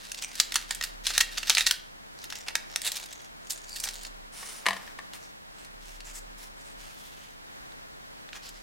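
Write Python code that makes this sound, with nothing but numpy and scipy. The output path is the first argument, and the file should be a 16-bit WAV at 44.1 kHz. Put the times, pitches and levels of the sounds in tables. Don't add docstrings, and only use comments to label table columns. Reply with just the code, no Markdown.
import sys
import numpy as np
from scipy import signal
from scipy.fft import rfft, irfft
from scipy.io import wavfile
from scipy.ndimage import uniform_filter1d

SR = 44100
rng = np.random.default_rng(int(sys.argv[2]) if len(sys.argv) > 2 else 0)


def store_pcm(level_fs):
    pcm = np.round(np.clip(level_fs, -1, 1) * 32767).astype(np.int16)
    wavfile.write(sys.argv[1], SR, np.atleast_2d(pcm).T)


N = 380141
TIME = np.arange(N) / SR
SHOT = TIME[:4096]

# f/Hz, relative level/dB
TAPE_COLOUR = [(100, -39), (300, -25.5), (600, -18), (1150, -12), (1500, -4.5), (2000, -4), (2700, -3),
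               (4200, 1), (6000, -2.5), (8500, -6.5), (11000, -11), (16000, -18.5)]
# f/Hz, width/Hz, lift/dB
SHEET_RESONANCES = [(1867, 49, 7.5), (2740, 130, 5), (3680, 97, 3), (4470, 130, -2), (5600, 210, 1.5),
                    (5700, 490, -1)]
# t/s, length/s, level/dB, treble shelf/dB, ring of the fold f/Hz
CRUMPLE_MOVES = [(0.17, .03, -41.5, 7, 3500), (.21, 0.048, -37.5, 12, 3080), (0.261, 0.079, -51, 2, 6200),
                 (2.175, 0.1, -52.5, 3, 4200), (2.286, .17, -49.5, 8, 5550), (2.461, 0.054, -45, -3, 2480),
                 (2.661, 0.17, -52, -2, 5500), (2.828, .08, -37, 3.5, 4000),
                 (2.902, 0.16, -45.5, 5.5, 6500), (3.028, .27, -54, 2, 6700), (3.403, 0.305, -54, 6, 7020),
                 (3.493, 0.048, -42, 9.5, 7330), (3.658, 0.31, -45.5, 9.5, 7400),
                 (3.821, 0.093, -44.5, -1, 5800), (3.93, .15, -47.5, 10, 6900)]


def undb(db):
    return 10 ** (np.asarray(db) / 20)


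def unit(x):
    return x / np.sqrt(np.mean(x ** 2))


def fade(t, t60):
    return np.exp(-np.log(1000) * t / t60)


def add(out, s, sound):
    i = max(int(s * SR), 0)
    out[i:i + len(sound)] += sound[:max(N - i, 0)]


def through(x, response):
    return signal.oaconvolve(x, response)[:len(x)]


def body(points, bright_db=0, peaks=()):
    hz = np.maximum(np.fft.rfftfreq(len(SHOT), 1 / SR), 1)
    f, db = np.transpose(points)
    shelf = bright_db / (1 + (4600 / hz) ** 3)
    db = np.interp(np.log(hz), np.log(f), db) + shelf
    for centre, width, lift_db in peaks:
        db = db + lift_db / (1 + (2 * (hz - centre) / width) ** 2)
    cepstrum = irfft(np.log(undb(db)))
    half = len(SHOT) // 2
    cepstrum[1:half] *= 2
    cepstrum[half + 1:] = 0
    return irfft(np.exp(rfft(cepstrum)))


def walk(rate, count=N):
    k = int(SR / rate)
    steps = np.repeat(rng.standard_normal(count // k + 1), k)
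    return unit(uniform_filter1d(steps, k)[:count])


def clicks(count, rate, spread_db):
    size = undb(spread_db * np.minimum(rng.exponential(size=count), 4))
    happens = rng.random(count) < rate / SR
    return unit(rng.standard_normal(count) * size * happens + 1e-9)


def stereo(mid, side):
    return np.array([mid + side, mid - side])


def drone_level():
    drone_crests = [(1.1, 0.54, -49.5), (4.02, 0.3, -52), (6.11, 0.34, -50), (6.82, 0.073, -56),
                    (8.56, 0.066, -55)]
    rest_db, wander_db = -65.5, 3
    swells = sum(undb(db) * np.exp(-((TIME - s) / half) ** 2) for s, half, db in drone_crests)
    return swells + undb(rest_db + wander_db * walk(7))


def background():
    # f/Hz, relative level/dB
    air_colour = [(20, -1), (45, 10.5), (65, 9), (90, 1), (130, 6.5), (200, 3), (380, -1), (600, 0.5),
                  (1200, -1), (1750, 1), (2500, -4), (4000, -5.5), (7000, -8.5), (15000, -15.5)]
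    # f/Hz, level/dB
    air_spread = [(50, 8.5), (90, 3), (200, 12), (380, 13.5), (900, 15), (1700, 10.5), (4000, 9), (7000, 5),
                  (15000, 1.5)]
    # mean f/Hz, mean peak level/dB
    hum_tones = [(145.3, -76), (209.9, -70.5), (290.7, -74)]
    air_db, drone_hz = -57.0, 32
    mid, side = (unit(through(rng.standard_normal(N), body(air_colour))) for _ in range(2))
    drift = undb(0.8 * walk(4.7))
    air = undb(air_db) * drift * stereo(mid, through(side, body(air_spread)))

    hum = 0
    for hz, db in hum_tones:
        level = undb(db + 2.8 * walk(12))
        hum = hum + level * np.sin(2 * np.pi * hz * TIME + 1.5 * walk(5))

    cycles = np.cumsum(drone_hz + 0.6 * walk(1.76)) / SR
    drone = np.sqrt(2) * np.sin(2 * np.pi * cycles) * drone_level()
    return air + stereo(hum, 0.62 * hum) + stereo(drone, -.15 * drone)


def facets(depth_db, count=10):
    hz = 1500 * 9 ** rng.random(count)
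    return list(zip(hz, 0.13 * hz, depth_db * rng.uniform(-1.14, 1, count)))


def crackle(size, colour, bright_db, peaks, rate, spread_db, jerk_db, facet_db, count=2):
    out = np.zeros(size)
    for _ in range(count):
        jerks = undb(jerk_db * walk(59.96, count=size))
        bunches = clicks(size, rate / count, spread_db) * jerks
        spot = body(colour, bright_db, [*peaks, *facets(facet_db)])
        out += unit(through(bunches, spot))
    return unit(out)


def peeling():
    # t/s, length/s, level at the end of the pull, before the trim/dB
    tape_pulls = [(0, 0.054, -42.5), (0.327, 0.064, -38), (0.476, 0.14, -44.5), (0.679, 0.042, -40.5),
                  (0.803, 0.064, -45), (1.037, .17, -36), (1.308, 0.26, -38.5), (1.498, 0.22, -38.5)]
    build_db, release_t60, trim_db = 8, 0.34, -3.0
    strain = 0
    for s, length, db in tape_pulls:
        t = TIME - s
        build = undb(db + build_db * (np.clip(t / length, 0, 1) - 1))
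        strain = strain + (t >= 0) * build * fade(np.maximum(t - length, 0), release_t60)
    glue = crackle(2 * SR, TAPE_COLOUR, 0, SHEET_RESONANCES,
                   rate=4000, spread_db=1.5, jerk_db=3.5, facet_db=4.5, count=5)
    out = np.zeros(N)
    add(out, 0, glue)
    return out * strain * undb(trim_db)


def snaps(rows):
    clean_t60, ragged_t60, flutter_db = 0.018, 0.039, -11
    strain_t60, strain_db = 0.0091, -23
    out, head, lead = np.zeros(N), int(.004 * SR), int(.015 * SR)
    t = SHOT - lead / SR
    for s, db, bright_db, clean in rows:
        t60 = ragged_t60 + clean * (clean_t60 - ragged_t60)
        build = undb(strain_db) * fade(abs(t), strain_t60)
        flutter = undb(flutter_db) * fade(abs(t), t60)
        push = np.where(t < 0, build, flutter) * clicks(len(SHOT), 16000, 2.1)
        push[lead] += 1.4 * clean
        snap = through(push, body(TAPE_COLOUR, bright_db, SHEET_RESONANCES + facets(5.5)))
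        add(out, s - lead / SR, snap * undb(db) / np.std(snap[lead:lead + head]))
    return out


def gestures(rows, colour, rate, spread_db, jerk_db, facet_db, lift_db, width_hz):
    reference_db, doubling_db = -44, 7
    out, t = np.zeros(N), TIME[:22050]
    for s, length, db, bright_db, hz in rows:
        swell = np.sqrt(np.maximum(np.sin(np.pi * np.minimum(t / length, 1)), 0))
        density = rate * 2 ** ((db - reference_db) / doubling_db)
        ring = [(hz, width_hz, lift_db)]
        move = swell * crackle(len(t), colour, bright_db, ring, density, spread_db, jerk_db, facet_db)
        add(out, s, move / np.std(move[t < length]) * undb(db))
    return out


def buckles(count=6):
    every_s, louder_db, scatter_db = .07, 5, 2
    brighter_db, clean = 3.5, 0.57
    rows = []
    for s, length, db, bright_db, _ in CRUMPLE_MOVES:
        times = (np.arange(count) + rng.random(count)) * every_s
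        levels = db + louder_db + scatter_db * rng.standard_normal(count)
        for t, level in zip(times, levels):
            if t < length:
                rows.append((s + t, level, bright_db + brighter_db, clean))
    return rows


def crumpling():
    # f/Hz, relative level/dB
    strip_colour = [(150, -34), (450, -9.5), (850, -2), (1200, -8.5), (2000, -3.5), (3200, -3.5),
                    (5000, -5.5), (7300, -7), (10000, -14.5), (13000, -29), (16000, -19)]
    folds = gestures(CRUMPLE_MOVES, strip_colour, rate=1500, spread_db=2.5, jerk_db=4.5,
                     facet_db=10.5, lift_db=8.5, width_hz=700)
    return folds + snaps(buckles())


def rips():
    # t/s, length/s, level before the trim/dB, treble shelf/dB
    tape_tears = [(0.84, .012, -33, 0), (1.049, 0.069, -30, 2), (1.137, 0.036, -28, -3),
                  (1.372, 0.014, -24, -7), (1.469, 0.071, -29.5, 0), (1.569, 0.058, -27.5, 3),
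                  (1.662, 0.029, -25, 3), (2.847, 0.026, -27.5, 3), (2.957, 0.02, -29.5, 7),
                  (3.498, 0.016, -31, 19), (3.759, 0.015, -30.5, 15), (3.833, 0.02, -33.5, 32)]
    trim_db, release_t60 = -4.5, 0.012
    out = np.zeros(N)
    for s, length, db, bright_db in tape_tears:
        tear = crackle(len(SHOT), TAPE_COLOUR, bright_db, SHEET_RESONANCES,
                       rate=9000, spread_db=4.0, jerk_db=-0.5, facet_db=8.0)
        release = fade(np.maximum(SHOT - length, 0), release_t60)
        add(out, s, tear * undb(db + trim_db) * release)
    return out


def sliding():
    # t/s, length/s, level/dB, treble shelf/dB, ring of the surface f/Hz
    slide_moves = [(4.32, .31, -45.5, -2.5, 9400), (4.58, .36, -52.5, -2.5, 900),
                   (5.13, 0.053, -49, 2, 1800), (5.17, 0.14, -58.5, -3, 5900),
                   (5.53, 0.16, -58.5, -8, 7500), (5.8, 0.19, -55, 5, 2570), (6.04, .09, -49, -3, 7100),
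                   (6.13, 0.067, -45, 4, 7540), (6.37, .12, -52.5, 2, 10000), (6.56, 0.18, -58.5, -1, 8630),
                   (6.77, .16, -53.5, 2, 2480), (6.92, 0.24, -55.5, 7, 3250), (7.1, .26, -57.5, -1, 2740),
                   (8.325, 0.062, -47, -10, 6650), (8.42, 0.094, -49, -4.5, 4760),
                   (8.52, .1, -57, -5, 5000)]
    # f/Hz, relative level/dB
    rub_colour = [(150, -14), (450, -6), (1000, -3), (1800, -1.5), (4000, -1), (7000, -1), (9500, -4),
                  (12000, -9.5), (16000, -11.5)]
    return gestures(slide_moves, rub_colour, rate=10000, spread_db=0.4, jerk_db=2.5,
                    facet_db=5.5, lift_db=6.5, width_hz=1900)


def knocks():
    # t/s, level/dB
    board_hits = [(4.428, -40.5), (4.6571, -30), (4.6645, -17.5), (4.6852, -21), (4.7071, -26),
                  (4.7302, -34), (4.7657, -37), (4.831, -53), (4.875, -43.5), (4.988, -36)]
    # f/Hz, relative level/dB
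    board_colour = [(80, -28), (190, -17), (270, -22), (450, -10.5), (650, -6), (900, -4.5), (1090, 2),
                    (1370, -12.5), (1800, 3), (2500, -10.5), (3600, -7), (5500, -18), (10000, -21.5),
                    (16000, -39)]
    # f/Hz, relative level/dB, t60/s
    board_ring = [(193, -8.5, 0.47), (686.6, 2.5, 0.29), (1017, 0, .18), (1110, -10, 0.16),
                  (1630, -14, 0.11), (1810, -16, .13), (1950, -11, .14)]
    contact_t60, ring_db = 0.028, -23
    t, head = TIME[:SR // 2], int(.006 * SR)
    ring = sum(undb(db) * np.sin(2 * np.pi * hz * t) * fade(t, t60) for hz, db, t60 in board_ring)
    ring = undb(ring_db) * ring / np.std(ring[:head])
    out = np.zeros(N)
    for s, db in board_hits:
        slap = through(clicks(len(t), 16000, 0.64) * fade(t, contact_t60), body(board_colour))
        add(out, s, undb(db) * (slap / np.std(slap[:head]) + ring))
    return out


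def room(x, wet_db, near_side_db, pan_db):
    # f/Hz, level/dB
    room_spread = [(100, -1), (500, -28), (1200, -27), (2500, -18), (5000, -9.5), (12000, 1)]
    table_db, low_t60, high_t60 = -16, 0.43, 0.22
    t = TIME[:SR // 2]
    split = signal.butter(2, 4500, fs=SR)

    def echoes(start, t60):
        burst = clicks(len(t), 7000, 1.3) * (t > start) * fade(t - start, t60)
        return burst / np.linalg.norm(burst)

    def reflections():
        low = signal.lfilter(*split, echoes(.011, low_t60))
        table = undb(table_db) * echoes(.009, 0.02)
        return table + undb(wet_db) * (low + echoes(0.0082, high_t60))

    near_colour = [(200, -10), (700, -10), (1500, -11.5), (2800, -9.5), (5000, -5.0), (9000, -0.5), (16000, 2)]
    near = through(echoes(0.00071, 0.0081), body(near_colour))
    side = undb(near_side_db) * near + through(reflections(), body(room_spread))
    pan = undb(np.array([[pan_db], [-pan_db]]) / 2)
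    return stereo(x + through(x, reflections()), through(x, side)) * pan


def scene():
    # t/s, level/dB, treble shelf/dB,
    # cleanness (1 = one click, 0 = a ragged cluster)
    snap_events = [(0.118, -30, 6, .8), (0.1452, -35, 1, .2), (0.2222, -31, 2, 0.34), (0.3542, -35, 10, .7),
                   (0.4004, -12.5, 1, 0.67), (0.5212, -28.5, -3, .5), (0.542, -27, 3, .5),
                   (0.557, -18, -6, 0.16), (0.7083, -23, -2, 0.49), (0.748, -32.5, 11, 0.17),
                   (0.8114, -26, -10, 0.65), (0.8256, -30, -3, .3), (0.8378, -25, 4, 0.22),
                   (1.0674, -20, -3, 0.32), (1.1039, -27, -12, 0.33), (1.179, -14, -0.5, 1),
                   (1.2045, -21, -4, .5), (1.208, -14, -2.5, 0.34), (1.3807, -27.5, -2, 0.61),
                   (1.4303, -29.5, -10, 0.24), (1.497, -14, 0, 1), (1.5013, -15, -8, 0.58),
                   (1.5501, -19.5, 0, 0.43), (1.5708, -18, -20, 0.55), (1.5815, -16.5, -6.5, .4),
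                   (1.6079, -19.5, -8, .75), (1.6667, -17.5, -8, .7), (1.6712, -18.5, 0, 0.55),
                   (1.7107, -15.5, 2, 0.72), (2.2405, -36.5, 5, 0.47), (2.3015, -35.5, 0, 0.26),
                   (2.3242, -32, -11, 0.35), (2.3552, -35.5, 1, .7), (2.4831, -27.5, -9, 0.43),
                   (2.5545, -18.5, -8.5, 1), (2.7603, -21, -2.5, 1), (2.8176, -30.5, 7, .6),
                   (2.8752, -25, 5, .1), (2.9177, -27.5, 12, 0.35), (3.1279, -39.5, 7, .2),
                   (3.5049, -27.5, 22, .4), (3.8, -31.5, 22, 0.18), (3.8383, -26, 7, 0.12),
                   (3.8715, -35, -6, .25), (3.8879, -30, 3, 0.73), (4.05, -36, -1, .4),
                   (5.1345, -39, -6, 0.93), (5.648, -47, 3, .5), (6.005, -40.5, -1, 0.5),
                   (7.7199, -50, -10, .4), (8.2899, -44.5, -9, 1), (8.331, -37, -19, 1),
                   (8.4897, -42, 11, .2)]
    parts = snaps(snap_events), rips() + peeling(), crumpling()
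    tape = sum(room(part, wet_db=-14, near_side_db=-5.5, pan_db=-0.8) for part in parts)
    hands = room(sliding(), wet_db=-11, near_side_db=-3.5, pan_db=-0.4)
    board = room(knocks(), wet_db=-13.0, near_side_db=0, pan_db=2.2)
    return tape + hands + board + background()


def record(dry):
    return signal.sosfilt(signal.ellip(10, .2, 70, 16000, fs=SR, output="sos"), dry)


dry = scene()
out = record(dry)
store_pcm(out)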